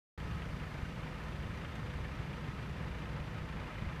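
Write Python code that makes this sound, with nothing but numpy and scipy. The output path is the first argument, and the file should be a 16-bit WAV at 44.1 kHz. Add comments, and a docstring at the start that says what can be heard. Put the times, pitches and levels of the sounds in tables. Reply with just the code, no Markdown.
"""The sound cuts in on a four-cylinder car idling at the kerb, heard from beside its front bumper.
Each firing sets valves and injectors clattering over the rush of belts and fan, faint pulley whines
and the exhaust's hum. Throughout, a slower engine throbs and thuds nearby in the rumble of the street.
From 1.2 to 2.8 s come four faint ticks. The rattle of small metal parts dips near 3 s, then grows."""
import sys
import numpy as np
from scipy import signal
from scipy.fft import rfft, irfft
from scipy.io import wavfile

SR = 44100
rng = np.random.default_rng(int(sys.argv[2]) if len(sys.argv) > 2 else 0)


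def wrap_up_sound(samples):
    """Save the sound to the file named by the first command line argument, as 16-bit audio."""
    columns = np.atleast_2d(samples).T
    # keep every value between -1 and 1, then stretch to whole-number steps
    tamed = np.clip(columns, -1, 1)
    steps = np.round(tamed * 32767).astype(np.int16)
    wavfile.write(sys.argv[1], SR, steps)


N = 176400

FIRING_HZ, FIRST_FIRING_S = 27.67, 0.0176
FIRING_SPREAD_DB, FIRING_JITTER_S = 1.05, 0.00063
FORCE_RISE_S, FORCE_DECAY_S = 0.0034, 0.0098
# four firings of a cycle: (gain [dB])
CYLINDER_DB = [1.4, 0.21, -1.3, -0.35]

def valve_force(hard_firings=()):
    """Force on the valve gear jumps at each firing and dies away."""
    t, force = seconds(), np.zeros(N)
    for k, (late, strong) in enumerate(rng.standard_normal((int(N / SR * FIRING_HZ) + 1, 2))):
        onset_s = FIRST_FIRING_S + k / FIRING_HZ + FIRING_JITTER_S * late
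        span = slice(max(int(onset_s * SR), 0), int(onset_s * SR) + SR // 10)
        age_s = np.maximum(t[span] - onset_s, 0)
        extra_db = sum(db for s, db in hard_firings if abs(s - onset_s) * FIRING_HZ < .5)
        strength = from_db(CYLINDER_DB[k % len(CYLINDER_DB)] + FIRING_SPREAD_DB * strong + extra_db)
        force[span] += strength * (1 - np.exp(-age_s / FORCE_RISE_S)) * np.exp(-age_s / FORCE_DECAY_S)
    return force


CLATTER_DB, CONTACTS_PER_S, CONTACT_SPREAD_DB = -60.5, 5000, 2
# metal contacts: (frequency [Hz], gain [dB])
CLATTER_SPECTRUM = [(300, -1.5), (800, -4.5), (1400, 1.5), (2300, 1), (3200, -4), (4500, -14.5),
                    (7000, -20), (15000, -40)]
# block and engine bay: (frequency [Hz], width [Hz], lift [dB])
BAY_RESONANCES = [(348, 17, 1.5), (426, 16, 1), (888, 39, 4), (1011, 25, 3), (1264, 56, 4), (1805, 58, 3),
                  (2100, 37, 2.5), (2410, 48, 3.5), (2800, 69, 3.5), (3020, 51, 3), (3560, 77, 2.5),
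                  (4800, 260, 2.5), (5970, 500, 2.5)]

def clatter():
    """Each firing sets off a flurry of valve and injector contacts that ring in the bay."""
    sizes = scatter(CONTACT_SPREAD_DB) * rng.choice([-1, 1], N)
    contacts = sizes * (rng.random(N) < CONTACTS_PER_S / SR)
    return from_db(CLATTER_DB) * colour(contacts * valve_force(), CLATTER_SPECTRUM, BAY_RESONANCES)


RATTLE_DB, STRIKES_PER_S, STRIKE_SPREAD_DB, PART_T60_S = -61, 230, 2.5, 0.039
# pitch range of the parts: (lowest [Hz], highest [Hz])
PART_RANGE_HZ = [1001, 3604]
# firings whose rattle force changes, mostly harder: (time [s], extra force [dB])
HARD_FIRINGS = [(.415, 7), (.741, -4), (.818, 2.5), (.854, 3), (1.069, 2.5), (1.218, 3.5), (1.651, 5.5),
                (1.792, 2.5), (1.867, 0), (1.899, 2.5), (1.935, 6), (2.041, 5.5), (2.194, 6.5), (2.916, 2),
                (3.493, 2), (3.89, 2.5)]
# rattle envelope: (time [s], gain [dB])
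RATTLE_GAIN = [(0, 0), (1.9, 1), (3.1, -7), (3.6, 2), (4, 3.5)]

def rattle():
    """Harder contacts each ring one small metal part; they crowd on the hard firings."""
    power = valve_force(HARD_FIRINGS) ** 2
    chance = STRIKES_PER_S / SR * power / power.mean()
    strikes = (rng.random(N) < chance) * rng.choice([-1, 1], N) * scatter(STRIKE_SPREAD_DB)
    parts_hz = np.geomspace(*PART_RANGE_HZ, 28)
    struck_part = rng.integers(0, len(parts_hz), N)
    pings = sum(ring(strikes * (struck_part == k), hz, PART_T60_S) for k, hz in enumerate(parts_hz))
    return from_db(RATTLE_DB + contour(RATTLE_GAIN)) * colour(pings, CLATTER_SPECTRUM, BAY_RESONANCES)


RUSH_DB, FLUTTER_DB, FLUTTER_HZ = -49.5, 0.9, 25
SWELL_DB_PER_S, HISS_FADE_DB_PER_S, HISS_FROM_HZ = 0.4, 0.5, 3700
# belts, fan and intake: (frequency [Hz], gain [dB])
RUSH_SPECTRUM = [(150, -9), (300, -1), (520, -1), (760, -4.5), (1200, -4.5), (2000, -6), (2800, -12.5),
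                 (4000, -18.5), (6000, -27), (8000, -31.5), (11000, -34.5), (15000, -40)]

def rush():
    """Air stirred by belts and fan, coloured by the bay; its middle swells as the hiss eases."""
    air = colour(rng.standard_normal(N), RUSH_SPECTRUM, BAY_RESONANCES)
    middle = irfft(rfft(air) / (1 + (bins() / HISS_FROM_HZ) ** 4), N)
    hiss = air - middle
    from_centre_s = seconds() - N / SR / 2
    swell_db = SWELL_DB_PER_S * from_centre_s + FLUTTER_DB * narrow_noise(0, FLUTTER_HZ)
    hiss_db = -HISS_FADE_DB_PER_S * from_centre_s
    return from_db(RUSH_DB) * (middle * from_db(swell_db) + hiss * from_db(hiss_db))


# bonnet, wheel arch and road: (delay [s], gain [dB])
REFLECTIONS = [(.0037, -36), (.0068, -25), (0.0108, -23), (0.0173, -24.5)]

def reflected(x):
    """Short reflections from nearby surfaces ripple the spectrum."""
    return x + sum(from_db(db) * np.roll(x, int(delay_s * SR)) for delay_s, db in REFLECTIONS)


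# pulleys and alternator: (frequency [Hz], width [Hz], level [dB])
WHINE_TONES = [(494.2, 3.7, -64.5), (994, 4.1, -73.5), (1032, 3.8, -75), (1048, 3.6, -73),
               (1277, 9.3, -67.5), (3570, 14, -82), (4600, 18, -83)]

def whines():
    """Spinning pulleys and alternator give faint, unsteady tones."""
    return hums(WHINE_TONES)


ORDER_WAVER_DB, ORDER_WAVER_HZ = 2.5, 4.0
# exhaust note: (order [x firing rate], level [dB])
EXHAUST_ORDERS = [(2, -65), (3, -73.5), (4, -64.5), (5, -58.5), (7, -66.5), (8, -65.5)]
# exhaust and underbody, with the hum near 103 Hz from the slower engine: (frequency [Hz], width [Hz], level
# [dB])
BOOM_TONES = [(78.3, 1.0, -57), (103.4, 0.58, -57), (203.4, 10, -57.5), (248.6, 7.2, -63)]

def exhaust():
    """Wavering harmonics of the firing rate, plus low hums: the boom under the car and the slower engine's 103
    Hz line."""
    firings, note = FIRING_HZ * seconds(), 0
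    for order, db in EXHAUST_ORDERS:
        level_db = db + ORDER_WAVER_DB * narrow_noise(0, ORDER_WAVER_HZ)
        note += tone(order * firings + rng.random(), level_db)
    return note + hums(BOOM_TONES)


SILENCER_HZ, SILENCER_WANDER_HZ, SILENCER_WAVER_DB = 156.5, 2.74, 1.3
# silencer hum: (time [s], level [dB])
SILENCER_LEVEL = [(.2, -53), (1.3, -48), (1.75, -51), (2.1, -51), (2.7, -53), (3.3, -51), (3.9, -51.5)]

def silencer():
    """The silencer hums on one slightly wandering pitch."""
    pitch_hz = SILENCER_HZ + SILENCER_WANDER_HZ * narrow_noise(0, width_hz=6.13)
    level_db = contour(SILENCER_LEVEL) + SILENCER_WAVER_DB * narrow_noise(0, width_hz=11)
    return tone(np.cumsum(pitch_hz) / SR, level_db)


THROB_DB, FIRST_PUFF_S, PUFF_SPREAD_DB, PUFF_JITTER_S = -47, 0.00935, 3, 0.0013
# slower engine's beat: (time [s], rate [Hz])
PUFF_RATE = [(0, 19.9), (1.0, 19.3), (1.4, 19.5), (2.2, 22.2), (3.0, 20.72), (4, 17.6)]
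# its exhaust pipe: (frequency [Hz], gain [dB], T60 [s])
PIPE_MODES = [(63.6, 1.5, 0.17), (103, 0, 0.032), (159.5, -7, 0.074)]
# passband of the puffs: (low edge [Hz], high edge [Hz])
PUFF_BAND_HZ = [45.6, 273]

def slow_engine():
    """Uneven soft puffs ring in the slower engine's exhaust pipe."""
    cycles = np.cumsum(contour(PUFF_RATE)) / SR
    beats_s = np.interp(np.arange(int(cycles[-1]) + 1), cycles, seconds()) + FIRST_PUFF_S
    puffs = np.zeros(N)
    for beat_s, (late, strong) in zip(beats_s, rng.standard_normal((200, 2))):
        onset = np.clip(int((beat_s + PUFF_JITTER_S * late) * SR), 0, N - 1)
        puffs[onset] = from_db(PUFF_SPREAD_DB * min(strong, 2))
    pipe = sum(from_db(db) * ring(puffs, hz, t60_s) for hz, db, t60_s in PIPE_MODES)
    return from_db(THROB_DB) * unit_filter(pipe, PUFF_BAND_HZ, "band")


THUD_WIDTH_S = 0.0021
# slower engine's heavy thuds: (crest time [s], peak [dB])
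HEAVY_THUDS = [(.2544, -34), (0.3528, -35), (0.4987, -34), (0.546, -38.5), (0.642, -42), (0.7895, -38),
               (0.835, -31), (1.0316, -36), (1.263, -41), (1.961, -32), (2.0082, -35.5), (2.2051, -33),
               (2.703, -37), (2.799, -37.5), (2.8781, -37.5), (3.2123, -36), (3.422, -33), (3.8274, -31.5),
               (3.875, -30.5)]

def heavy_thuds():
    """Occasional stronger puffs: one dip of pressure, then one crest."""
    thuds = 0
    for crest_s, db in HEAVY_THUDS:
        widths = (seconds() - crest_s) / THUD_WIDTH_S + 1
        thuds += from_db(db) * widths * np.exp((1 - np.minimum(widths ** 2, 100)) / 2)
    return thuds


# small ticks: (time [s], onset level [dB], decay [s], low cut [Hz])
TICKS = [(1.237, -63, 0.0053, 8500), (1.7533, -56, .007, 1500), (1.94, -66, .006, 4000),
         (2.824, -68, 0.0068, 9000)]
# tick colour: (frequency [Hz], gain [dB])
TICK_SPECTRUM = [(800, 0), (4000, 9), (7000, 1), (15000, -15)]

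def ticks():
    """Faint bright bursts that die at once; the smallest hold only treble."""
    t, bursts = seconds(), 0
    for onset_s, db, decay_s, low_hz in TICKS:
        noise = colour(rng.standard_normal(N), TICK_SPECTRUM)
        envelope = (t >= onset_s) * np.exp(-np.abs(t - onset_s) / decay_s)
        bursts += from_db(db) * envelope * unit_filter(noise, low_hz, "high")
    return bursts


RUMBLE_DB, LUMP_DB, LUMP_HZ = -47, 1.5, 18
# street rumble: (frequency [Hz], gain [dB])
RUMBLE_SPECTRUM = [(12, -10), (28, -26), (48, 5), (65, -6), (90, -1), (120, 3.5), (165, 0), (230, -10),
                   (330, -13.5), (700, -30.5), (4000, -70)]

def street():
    """Lumpy rumble of traffic."""
    rumble = colour(rng.standard_normal(N), RUMBLE_SPECTRUM)
    return rumble * from_db(RUMBLE_DB + LUMP_DB * narrow_noise(0, LUMP_HZ))


def from_db(db):
    """Decibels to gain."""
    return 10 ** (np.asarray(db) / 20)


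def unit_rms(x):
    """Scale to unit power."""
    return x / np.sqrt(np.mean(x ** 2) + 1e-20)


def seconds():
    """Time of each sample."""
    return np.arange(N) / SR


def bins():
    """Frequency of each spectral bin."""
    return np.maximum(np.arange(N // 2 + 1) * SR / N, 1e-3)


def contour(points):
    """Straight lines through (time, value) points."""
    return np.interp(seconds(), *np.transpose(points))


def scatter(spread_db):
    """Random gain per sample, limited to two standard deviations."""
    return from_db(spread_db * np.clip(rng.standard_normal(N), -2, 2))


def colour(x, spectrum, resonances=()):
    """Filter by a smooth spectrum plus resonant bumps; unit power."""
    hz, db = np.transpose(spectrum)
    f = bins()
    gain_db = np.interp(np.log(f), np.log(hz), db)
    for centre_hz, width_hz, lift_db in resonances:
        gain_db += lift_db / (1 + (2 * (f - centre_hz) / width_hz) ** 2)
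    return unit_rms(irfft(rfft(x) * from_db(gain_db), N))


def unit_filter(x, edges_hz, kind):
    """Gentle pass filter; unit power."""
    return unit_rms(signal.sosfilt(signal.butter(2, edges_hz, kind, fs=SR, output="sos"), x))


def narrow_noise(hz, width_hz):
    """Unit-power noise band; at 0 Hz, a slow drift."""
    return unit_rms(irfft(rfft(rng.standard_normal(N)) / (1 + ((bins() - hz) / width_hz) ** 2), N))


def hums(table):
    """Narrow, unsteady tones."""
    return sum(from_db(db) * narrow_noise(hz, width_hz) for hz, width_hz, db in table)


def tone(cycles, rms_db):
    """Sine from its phase in cycles."""
    return from_db(rms_db) * np.sqrt(2) * np.sin(2 * np.pi * cycles)


def ring(clicks, hz, t60_s):
    """Each click starts a dying sine."""
    radius, angle = from_db(-60 / (t60_s * SR)), 2 * np.pi * hz / SR
    return signal.lfilter([0, np.sin(angle)], [1, -2 * radius * np.cos(angle), radius ** 2], clicks + 1e-18)


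def scene():
    """Car, slower engine and street in mono."""
    car = reflected(clatter() + rattle() + rush()) + whines() + exhaust() + silencer()
    return (car + slow_engine() + heavy_thuds() + street() + ticks())[None]


START_S, FADE_IN_S, CUTOFF_HZ = 0.1755, 0.0022, 15250

def record(dry):
    """Abrupt start, steep treble cut."""
    gate = np.clip((seconds() - START_S) / FADE_IN_S, 0, 1)
    return signal.sosfilt(signal.ellip(12, .1, 70, CUTOFF_HZ, fs=SR, output="sos"), dry * gate)


dry = scene()
out = record(dry)
wrap_up_sound(out)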